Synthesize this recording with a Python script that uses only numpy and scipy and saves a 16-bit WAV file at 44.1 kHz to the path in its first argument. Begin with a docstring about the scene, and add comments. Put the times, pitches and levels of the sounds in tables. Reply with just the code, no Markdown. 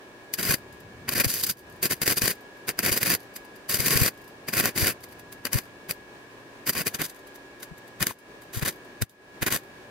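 """The arc of a wire-feed welder tacks square steel tubing, close by in a small cluttered workshop.
It burns in short flares of noise, modulated into a crackle by countless tiny short circuits; the shorted
wire blows apart with sharp pops and puffs of air. Resonances of the steel colour the arc and the ticks
of spatter and torch between tacks. One hollow knock sounds late in the job. Beneath it all lie the
machine's fan and whine and a low rumble that comes and goes."""
import sys
import numpy as np
from scipy import signal
from scipy.fft import rfft, irfft
from scipy.io import wavfile

SR = 44100
rng = np.random.default_rng(int(sys.argv[2]) if len(sys.argv) > 2 else 0)


def unload_wav(signal):
    """Save mono or channel-first audio to the path in sys.argv[1] as 16-bit WAV at rate SR, clipped to [-1, 1]."""
    wavfile.write(
        sys.argv[1],
        SR,
        np.round(np.clip(np.atleast_2d(signal).T, -1, 1) * 32767).astype(np.int16),
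    )


N = 436590
TIME = np.arange(N) / SR
HZ = np.fft.rfftfreq(N, 1 / SR)

# Levels in the tables are relative; balance is left minus right.
# Flares of the arc: start t/s, end t/s, fizz level/dB, rasp level/dB
FLARES = [(0.336, 0.342, -23.5, -43), (0.381, 0.413, -31, -32), (0.429, 0.544, -25.5, -27),
          (1.083, 1.088, -31.5, -23), (1.114, 1.139, -28.5, -29), (1.152, 1.22, -24, -24.5),
          (1.237, 1.26, -27.5, -29), (1.276, 1.417, -28, -37.5), (1.43, 1.445, -22.5, -35.5),
          (1.462, 1.475, -26, -35), (1.493, 1.505, -20.5, -29.5), (1.825, 1.864, -22.5, -27),
          (1.902, 1.933, -23.5, -25.5), (2.015, 2.037, -24, -26), (2.059, 2.133, -23.5, -27),
          (2.169, 2.186, -20, -27), (2.216, 2.263, -24.5, -27), (2.272, 2.32, -28.5, -31),
          (2.677, 2.702, -31, -29.5), (2.782, 2.806, -38, -28.5), (2.829, 2.9, -26, -24.5),
          (2.916, 2.947, -23, -27.5), (2.961, 2.975, -22.5, -25), (3.009, 3.04, -28, -28.5),
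          (3.05, 3.149, -25.5, -26.5), (3.692, 3.775, -25, -30.5), (3.784, 3.89, -26, -29),
          (3.903, 3.978, -23, -24.5), (3.976, 4.088, -24.5, -26), (4.482, 4.493, -25, -24),
          (4.532, 4.611, -25.5, -24.5), (4.62, 4.698, -30.5, -26.5), (4.758, 4.854, -25.5, -27),
          (4.856, 4.911, -25, -24.5), (5.448, 5.472, -35, -29), (5.522, 5.594, -30.5, -31.5),
          (5.891, 5.912, -29.5, -31), (6.664, 6.707, -26, -29), (6.725, 6.739, -33, -37),
          (6.749, 6.783, -34.5, -32.5), (6.783, 6.816, -27.5, -25.5), (6.862, 6.879, -23.5, -25),
          (6.944, 6.957, -31, -32), (6.993, 7.028, -34, -27), (7.033, 7.058, -27.5, -36),
          (8.002, 8.038, -30.5, -29), (8.06, 8.117, -38, -38), (8.533, 8.598, -34, -38),
          (8.618, 8.636, -31.5, -26.5), (8.653, 8.696, -27, -27.5), (9.013, 9.025, -33, -31.5),
          (9.417, 9.441, -30, -24.5), (9.464, 9.486, -26.5, -22), (9.505, 9.568, -28, -28.5)]
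# Spectra of the arc's high, middle and low noise bands: f/Hz, level/dB
FIZZ = [(1800, -56), (2900, -6.5), (3500, -5.5), (5500, -2), (7000, -3.5), (9000, -2.5), (10000, 2),
        (11400, 2.5), (13000, -2), (15650, -4), (16000, -13)]
RASP = [(500, -19), (720, -11.5), (850, -15.5), (1100, -6.5), (1250, -9.5), (1450, -3.5), (1850, -3),
        (2050, -4.5), (2700, -8.5), (3100, -13), (4000, -19)]
FLUTTER = [(20, -26), (50, -23), (100, 2.5), (180, 1.5), (270, -1), (400, 0), (600, -6.5), (750, -11),
           (1100, -62)]
# Resonances and notches of tube and torch gap: f/Hz, width/Hz, left gain/dB, right gain/dB
STEEL_MODES = [(1080, 150, 6, 2), (1210, 100, -3, -5), (1340, 130, -2, 4), (1595, 60, 4, 4),
               (1820, 140, 4, 4), (2160, 110, 4, 2), (2440, 120, 8, 1), (2630, 220, 3, 1), (3030, 90, 3, 5),
               (4050, 200, -3, 0), (4490, 170, 3.5, 3), (4800, 480, 8, 4), (5400, 200, -4, 0),
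               (6130, 100, 3, 1), (6450, 180, 3, 0), (7900, 80, 2, 3), (9170, 100, 5, 2),
               (10900, 300, 3, 0), (12230, 130, 3, 1), (12520, 170, 11, 1), (13220, 190, -2, 5),
               (13680, 170, 6, 0), (13950, 140, 3, 10), (14400, 150, 6, 0), (14690, 190, 2, 6)]
# Shading by the tube once the torch is under it: f/Hz, gain/dB
TUBE_SHADE = [(200, 5.5), (700, 3), (1400, 2.5), (2000, 0.5), (2600, -2), (3700, 4.5), (4700, -4.5),
              (6500, 1), (10000, -1.5), (14000, -2)]
# Level difference of the arc between channels: f/Hz, balance/dB
ARC_BALANCE = [(50, 9.5), (150, 1), (400, 2), (1000, 2), (1500, -3), (2200, 3), (5500, 1), (6600, 4),
               (8800, 4.5), (10000, 3), (11500, -4.5), (15000, -2.5)]
# Coherence of the arc between channels: f/Hz, coefficient
ARC_COHERENCE = [(60, .1), (130, .5), (220, .9), (600, .88), (1250, .3), (1700, .74), (2400, .7),
                 (3200, .35), (4700, .72), (5600, .4), (9000, .25), (11000, .5), (15000, .35)]
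# Phase lead of the arc in the left channel: f/Hz, phase/rad
ARC_PHASE = [(100, 0), (600, .1), (2000, -.4), (4700, -.1), (5400, -1.2), (7000, -1.8), (11000, -3.7),
             (12500, -5.2), (14200, -8)]
# Loudest bursts of the shorted wire: t/s, level/dB, balance/dB
POPS = [(.339, -14, 7), (.43, -19, 10), (.5435, -16.5, 9), (1.0915, -11.5, 1), (1.2, -12, 7),
        (1.2455, -12.5, 0), (1.83, -14.5, -1), (1.922, -19, 8), (2.018, -13.5, 6), (2.078, -10, 0),
        (2.171, -24, -3.5), (2.2195, -17.5, 11), (2.2575, -18, 1), (2.2795, -10.5, 8), (2.6915, -14.5, -4),
        (2.791, -8.5, 1), (2.9275, -18, -3), (2.976, -13.5, -6), (3.0305, -11.5, -5), (3.102, -12, -9),
        (3.117, -17, -5), (3.1505, -13.5, -3), (3.745, -12.5, 5), (3.804, -14.5, 7), (3.861, -15, 7),
        (3.8825, -15, 6), (3.9075, -16.5, 7), (4.0625, -12.5, 3), (4.555, -32, -12), (4.657, -8.5, -1),
        (4.7775, -18, 13), (4.8705, -14, 7), (5.4535, -17, 6), (5.532, -12.5, 10), (5.543, -19, -7),
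        (5.9105, -17, 2), (6.675, -22, -8), (6.78, -17.5, 0), (6.878, -21, 8), (6.9465, -21, 4),
        (7.018, -15.5, -5), (8.027, -10, 4), (8.069, -9.5, 0.5), (9.022, -14, -4.5), (9.426, -21, -5),
        (9.465, -16, -3), (9.525, -15, 3)]
# Impacts of spatter and torch on the steel: t/s, level/dB
TICKS = [(.806, -54), (3.364, -34.5), (3.451, -52), (3.562, -51), (4.219, -56), (5.04, -41), (5.125, -50.5),
         (5.197, -47), (5.327, -40.5), (7.099, -42), (7.165, -55), (7.274, -53), (7.358, -47.5),
         (7.604, -49), (7.631, -35.5), (7.782, -50), (7.88, -52.5), (8.422, -50)]
# Puffs of air and soft bumps: t/s, level/dB, f/Hz
PUFFS = [(.5, -20.5, 121), (1.265, -18.5, 114), (2.239, -21, 121), (2.918, -24, 97), (3.798, -21.5, 114),
         (3.959, -15.5, 142), (4.019, -11, 123), (4.829, -16.5, 107), (5.555, -12.5, 119),
         (7.72, -32.5, 161), (8.018, -23.5, 169), (8.576, -20, 111), (8.63, -19, 140), (9.026, -15.5, 110),
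         (9.429, -22, 136)]
# Spectrum of the fan: f/Hz, level/dB
FAN_SPECTRUM = [(18, -39), (30, -6), (86, -16.5), (118, -12.5), (252, -5), (280, -24.5), (311, -4),
                (600, -7), (1500, -14), (1630, -7), (2060, -18.5), (2290, -13), (2980, -18.5), (5040, -24),
                (16000, -37.5)]
# Coherence of the fan between channels: f/Hz, coefficient
FAN_COHERENCE = [(60, 1), (150, 0.73), (380, 1), (950, 0.12), (2380, -0.3), (5980, -0.021), (15000, 0.13)]
# Resonances of the machine's case: f/Hz, width/Hz, left gain/dB, right gain/dB
CASE_MODES = [(394, 110, 4, 3), (1002, 56, 8.5, 5.5), (1775, 73, 7.5, 4)]
# Hum and whine of the machine: f/Hz, level/dB
WHINE_PARTIALS = [(117, -62.5), (281, -57.5), (371.4, -62), (587, -62.5), (802, -69), (1082, -67),
                  (1599, -72.5), (1669, -55), (1884, -70), (2250, -64.5), (2751, -73.5)]
# Spectrum of the rumble: f/Hz, level/dB
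RUMBLE_SPECTRUM = [(30, -37), (60, -7), (100, -3.5), (150, -4.5), (260, -11.5), (900, -61)]
# Envelope of the rumble: t/s, level/dB
RUMBLE_LEVELS = [(.25, -79), (.6, -56.5), (1.05, -49.5), (1.3, -56), (1.8, -56), (2.5, -72), (5.1, -57),
                 (7.3, -78), (8.3, -64.5)]
# Brief dips of the background: t/s, depth/dB
BACKGROUND_DIPS = [(1.52, 7.5), (8.13, 8.5), (9.041, 15)]

ARC_PAN_DB = -0.1


def arc():
    """Amplitude modulation: burn, pops, ticks and sparks are envelopes on the same steel-coloured noise."""
    fizz, rasp, flutter = arc_bands()
    fizz_level, rasp_level = flare_envelopes()
    grain = crackle(per_s=480, spread_db=5.5, life_s=.001, steady=.86)
    # the lower the band, the less it follows the single shorts
    burn = gain_of(-1.5) * fizz * fizz_level * grain
    burn += gain_of(-3.5) * rasp * rasp_level * unit_rms(grain ** .74)
    burn += gain_of(-7.5) * flutter * rasp_level * unit_rms(grain ** .64)
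    pop_rows = [*POPS, *sputter(fizz_level)]
    pops = bursts(pop_rows, swell_s=.00075, decay_s=.0012, echo_db=-10, echo_s=.0066)
    cracks = gain_of(-7.5) * pops * (fizz + gain_of(-8) * rasp + gain_of(-13) * flutter)
    tick_rows = [(s, db, 0) for s, db in TICKS]
    ticks = bursts(tick_rows, swell_s=.0043, decay_s=.006, echo_db=-17, echo_s=.025)
    landings = bursts(sparks(), swell_s=.0012, decay_s=.002, echo_db=0, echo_s=.019)
    impacts = gain_of(1) * ticks * (fizz + gain_of(-6) * rasp) + landings * fizz
    burn += droplets(gain_of(-11) * fizz_level, per_s=270, spread_db=2)
    return burn * pan(ARC_PAN_DB) + cracks + impacts


def arc_bands(under_tube_s=6.9):
    """Source and filter: the steel colours three noise bands, and shades them once the torch is under it."""
    body = resonances(STEEL_MODES) * pan(curve(ARC_BALANCE)) * clutter()
    for spectrum in (FIZZ, RASP, FLUTTER):
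        above = noise(body * gain_of(curve(spectrum)), curve(ARC_COHERENCE), curve(ARC_PHASE))
        under = unit_rms(irfft(rfft(above) * gain_of(curve(TUBE_SHADE)), N))
        yield np.where(TIME < under_tube_s, above, under)


def flare_envelopes(cold_after_s=.075, lead_s=.0036, fall_db_per_s=993, tail_db=-49, tail_t60_s=.49):
    """Exponential growth and decay: fizz and rasp swell, waver and leave a faint reverberant tail."""
    levels, last_end = np.zeros((2, N)), 0
    for start, end, fizz_db, rasp_db in FLARES:
        part, t = around(start, .04, .6)
        tenfold_s = .0083 if start - last_end > cold_after_s else .012  # cold strike or relight
        rise = gain_of(-20 * np.maximum(lead_s - t, 0) / tenfold_s)
        dying_s = np.maximum(t - (end - start) + lead_s, 0)
        fall = gain_of(-fall_db_per_s * dying_s) + gain_of(tail_db - 60 * dying_s / tail_t60_s)
        levels[:, part] = np.maximum(levels[:, part], gain_of([[fizz_db], [rasp_db]]) * rise * fall)
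        last_end = end
    return levels * gain_of(1.56 * drift(per_s=66))


def crackle(per_s, spread_db, life_s, steady):
    """Shot noise: tiny random shorts each add a surge of power to the steady burn."""
    onsets = rng.random(N) < per_s / SR
    sizes = gain_of(spread_db * np.minimum(rng.exponential(1, N), 3))
    t = TIME[:1024]
    surge = signal.oaconvolve(onsets * sizes ** 2, t * np.exp(-t / life_s))[:N]
    return unit_rms(np.sqrt(abs(surge / surge.mean()) + steady))


def bursts(rows, swell_s, decay_s, echo_db, echo_s):
    """Incoherent addition: sharp bursts and their scatter off nearby steel sum in power to one envelope."""
    power = np.zeros((2, N))
    for s, db, balance_db in rows:
        part, t = around(s, .02, .12)
        age = np.maximum(t, 0)
        rise = np.exp(np.minimum(t, 0) / swell_s)
        fall = np.exp(-age / decay_s) + gain_of(echo_db) * np.exp(-age / echo_s)
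        power[:, part] += (gain_of(db) * pan(balance_db) * rise * fall) ** 2
    return np.sqrt(power)


def sputter(level, per_s=7.5, boost_db=5.5):
    """A Poisson process of lesser pops, in proportion to the arc's strength; rows as in POPS."""
    at = np.flatnonzero(rng.random(N) < per_s / SR)
    balance_db = ARC_PAN_DB + 3 * rng.standard_normal(N)
    return zip(TIME[at], 20 * np.log10(level[at] + 1e-9) + boost_db, balance_db[at])


def droplets(level, per_s, spread_db):
    """Impulse response: each bursting droplet is a hard click that rings through the steel."""
    sizes = gain_of(spread_db * np.minimum(rng.exponential(1, N), 2.5)) * rng.choice([-1, 1], N)
    clicks = unit_rms(sizes * (rng.random(N) < per_s / SR))
    spectrum = gain_of(curve(FIZZ)) + gain_of(curve(RASP))
    colour = resonances(STEEL_MODES) * pan(curve(ARC_BALANCE)) * spectrum
    log_gain = np.log(np.maximum(unit_rms(colour), 1e-4))
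    mirrored = np.concatenate([log_gain, log_gain[:, -2:0:-1]], 1)
    # minimum phase, so that the ring follows the click
    response = np.exp(np.conj(signal.hilbert(mirrored)))[:, :len(HZ)]
    response[1] *= np.exp(-1j * curve(ARC_PHASE))
    return irfft(rfft(level * clicks) * response, N)


def sparks(per_flare=2, flight_s=.14, db=-58, scatter_db=3):
    """Time of flight: sparks land faintly at random delays after each flare; rows as in POPS."""
    ends = np.repeat([end for _, end, _, _ in FLARES], per_flare)
    flight, size, side = rng.standard_normal((len(ends), 3)).T
    return zip(ends + flight_s * abs(flight), db + scatter_db * size, scatter_db * side)


def clutter(strength=.58, longest_s=.008, count=40):
    """Comb filtering: early echoes from frame and bench ripple the spectrum, differently on each side."""
    taps = np.zeros((2, N))
    delays = (rng.uniform(.1, 1, (2, count)) * longest_s * SR).astype(int)
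    np.put_along_axis(taps, delays, rng.choice([-1, 1], delays.shape) * strength / np.sqrt(count), 1)
    return abs(1 + rfft(taps) * np.minimum(HZ / 3000, 1))  # long waves pass the clutter by


def puffs(swell_s=.004, decay_s=.0048, push_hz=58):
    """Pressure pulses: each puff of air is a lopsided cycle or two over a slower, deeper push."""
    out = np.zeros((2, N))
    for (s, db, hz), turn in zip(PUFFS, rng.random(len(PUFFS))):
        part, t = around(s, .03, .08)
        envelope = np.exp(1 - np.hypot(1, t / np.where(t < 0, swell_s, decay_s)))
        lag = np.array([[0], [2 / (1 + (hz / 165) ** 10)]])  # slow puffs lag on the right
        angle = 2 * np.pi * (hz * t + turn)
        push = gain_of(-8) * np.sin(2 * np.pi * push_hz * t - lag)
        octave = gain_of(-15.5) * np.cos(2 * angle)
        out[:, part] += gain_of([[db], [db - 6]]) * envelope * (np.cos(angle - lag) + push + octave)
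    return out


def knock(at_s=8.109, hz=1000, db=-27, t60_s=.017, balance_db=9):
    """A damped oscillation: one short hollow knock just after a tack."""
    out = np.zeros(N)
    part, t = around(at_s, 0, .1)
    out[part] = gain_of(db - 60 * t / t60_s) * np.sin(2 * np.pi * hz * t)
    return out * pan(balance_db)


def fan(db=-48.2, low_cut_hz=33):
    """Resonant filtering: broadband fan noise, without deep bass, sounds through the machine's case."""
    low_cut = 1 - 1 / (1 + (HZ / low_cut_hz) ** 4)
    colour = gain_of(curve(FAN_SPECTRUM)) * resonances(CASE_MODES) * low_cut
    return noise(colour, curve(FAN_COHERENCE)) * gain_of(db + .5 * drift(per_s=22))


def whine():
    """A line spectrum: the motor's partials waver together in pitch and separately in level."""
    motor_time = np.cumsum(1 + .0008 * drift(per_s=7)) / SR
    out = np.zeros((2, N))
    for hz, db in WHINE_PARTIALS:
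        phase = rng.uniform(0, 2 * np.pi) + .45 * rng.standard_normal((2, 1))
        out += gain_of(db + 1.5 * drift(per_s=5)) * np.sin(2 * np.pi * hz * motor_time + phase)
    return out


def rumble():
    """Slow modulation: low noise, nearly coherent between the channels, comes and goes."""
    envelope = gain_of(np.interp(TIME, *np.transpose(RUMBLE_LEVELS)))
    return noise(gain_of(curve(RUMBLE_SPECTRUM)), coherence=.98) * envelope * pan(1.5)


def background_dips(recover_db_per_s=47.5):
    """Exponential recovery: the background's gain drops briefly and returns at a steady rate in dB."""
    dip_db = sum(np.interp(TIME, [s - .02, s, s + depth / recover_db_per_s], [0, depth, 0])
                 for s, depth in BACKGROUND_DIPS)
    return gain_of(-dip_db)


def noise(gain, coherence, phase=0):
    """Partial coherence: two channels of coloured noise share a common part."""
    left, independent = rfft(rng.standard_normal((2, N)))
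    right = (coherence * left + np.sqrt(1 - coherence ** 2) * independent) * np.exp(-1j * phase)
    return unit_rms(irfft(np.array([left, right]) * gain, N))


def resonances(modes):
    """Lorentzian peaks and notches, summed in dB, give a gain for each channel."""
    return gain_of(sum(np.array([[left], [right]]) / (1 + (2 * (HZ - hz) / width) ** 2)
                       for hz, width, left, right in modes))


def drift(per_s):
    """Linear interpolation of random values gives a slow fluctuation of unit rms."""
    knots = rng.standard_normal(8192)
    return unit_rms(np.interp(TIME * per_s, np.arange(len(knots)), knots))


def curve(points):
    """Interpolation of (f/Hz, value) points on a logarithmic frequency axis."""
    hz, value = np.transpose(points)
    return np.interp(np.log(HZ + 1), np.log(np.sort(hz) + 1), value)


def around(s, before_s, after_s):
    """A time window: the samples near a moment, and their times counted from it."""
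    part = slice(max(int((s - before_s) * SR), 0), int((s + after_s) * SR))
    return part, TIME[part] - s


def pan(balance_db):
    """A level difference, split evenly into left and right gains."""
    return gain_of(np.array([[.5], [-.5]]) * balance_db)


def gain_of(db):
    """The amplitude ratio of a level in decibels."""
    return 10 ** (np.asarray(db) / 20)


def unit_rms(x):
    """Normalisation to an rms of one."""
    return x / np.sqrt(np.mean(x ** 2) + 1e-20)


def scene():
    """Superposition: the welding adds to the workshop's background."""
    return arc() + puffs() + knock() + (fan() + whine() + rumble()) * background_dips()


def record(dry, cutoff_hz=15900):
    """Band limiting: a linear-phase low-pass filter removes the highest treble."""
    low_pass = signal.firwin(511, cutoff_hz, window=("kaiser", 9), fs=SR)
    return signal.oaconvolve(dry, low_pass[None], "same")


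dry = scene()
out = record(dry)
unload_wav(out)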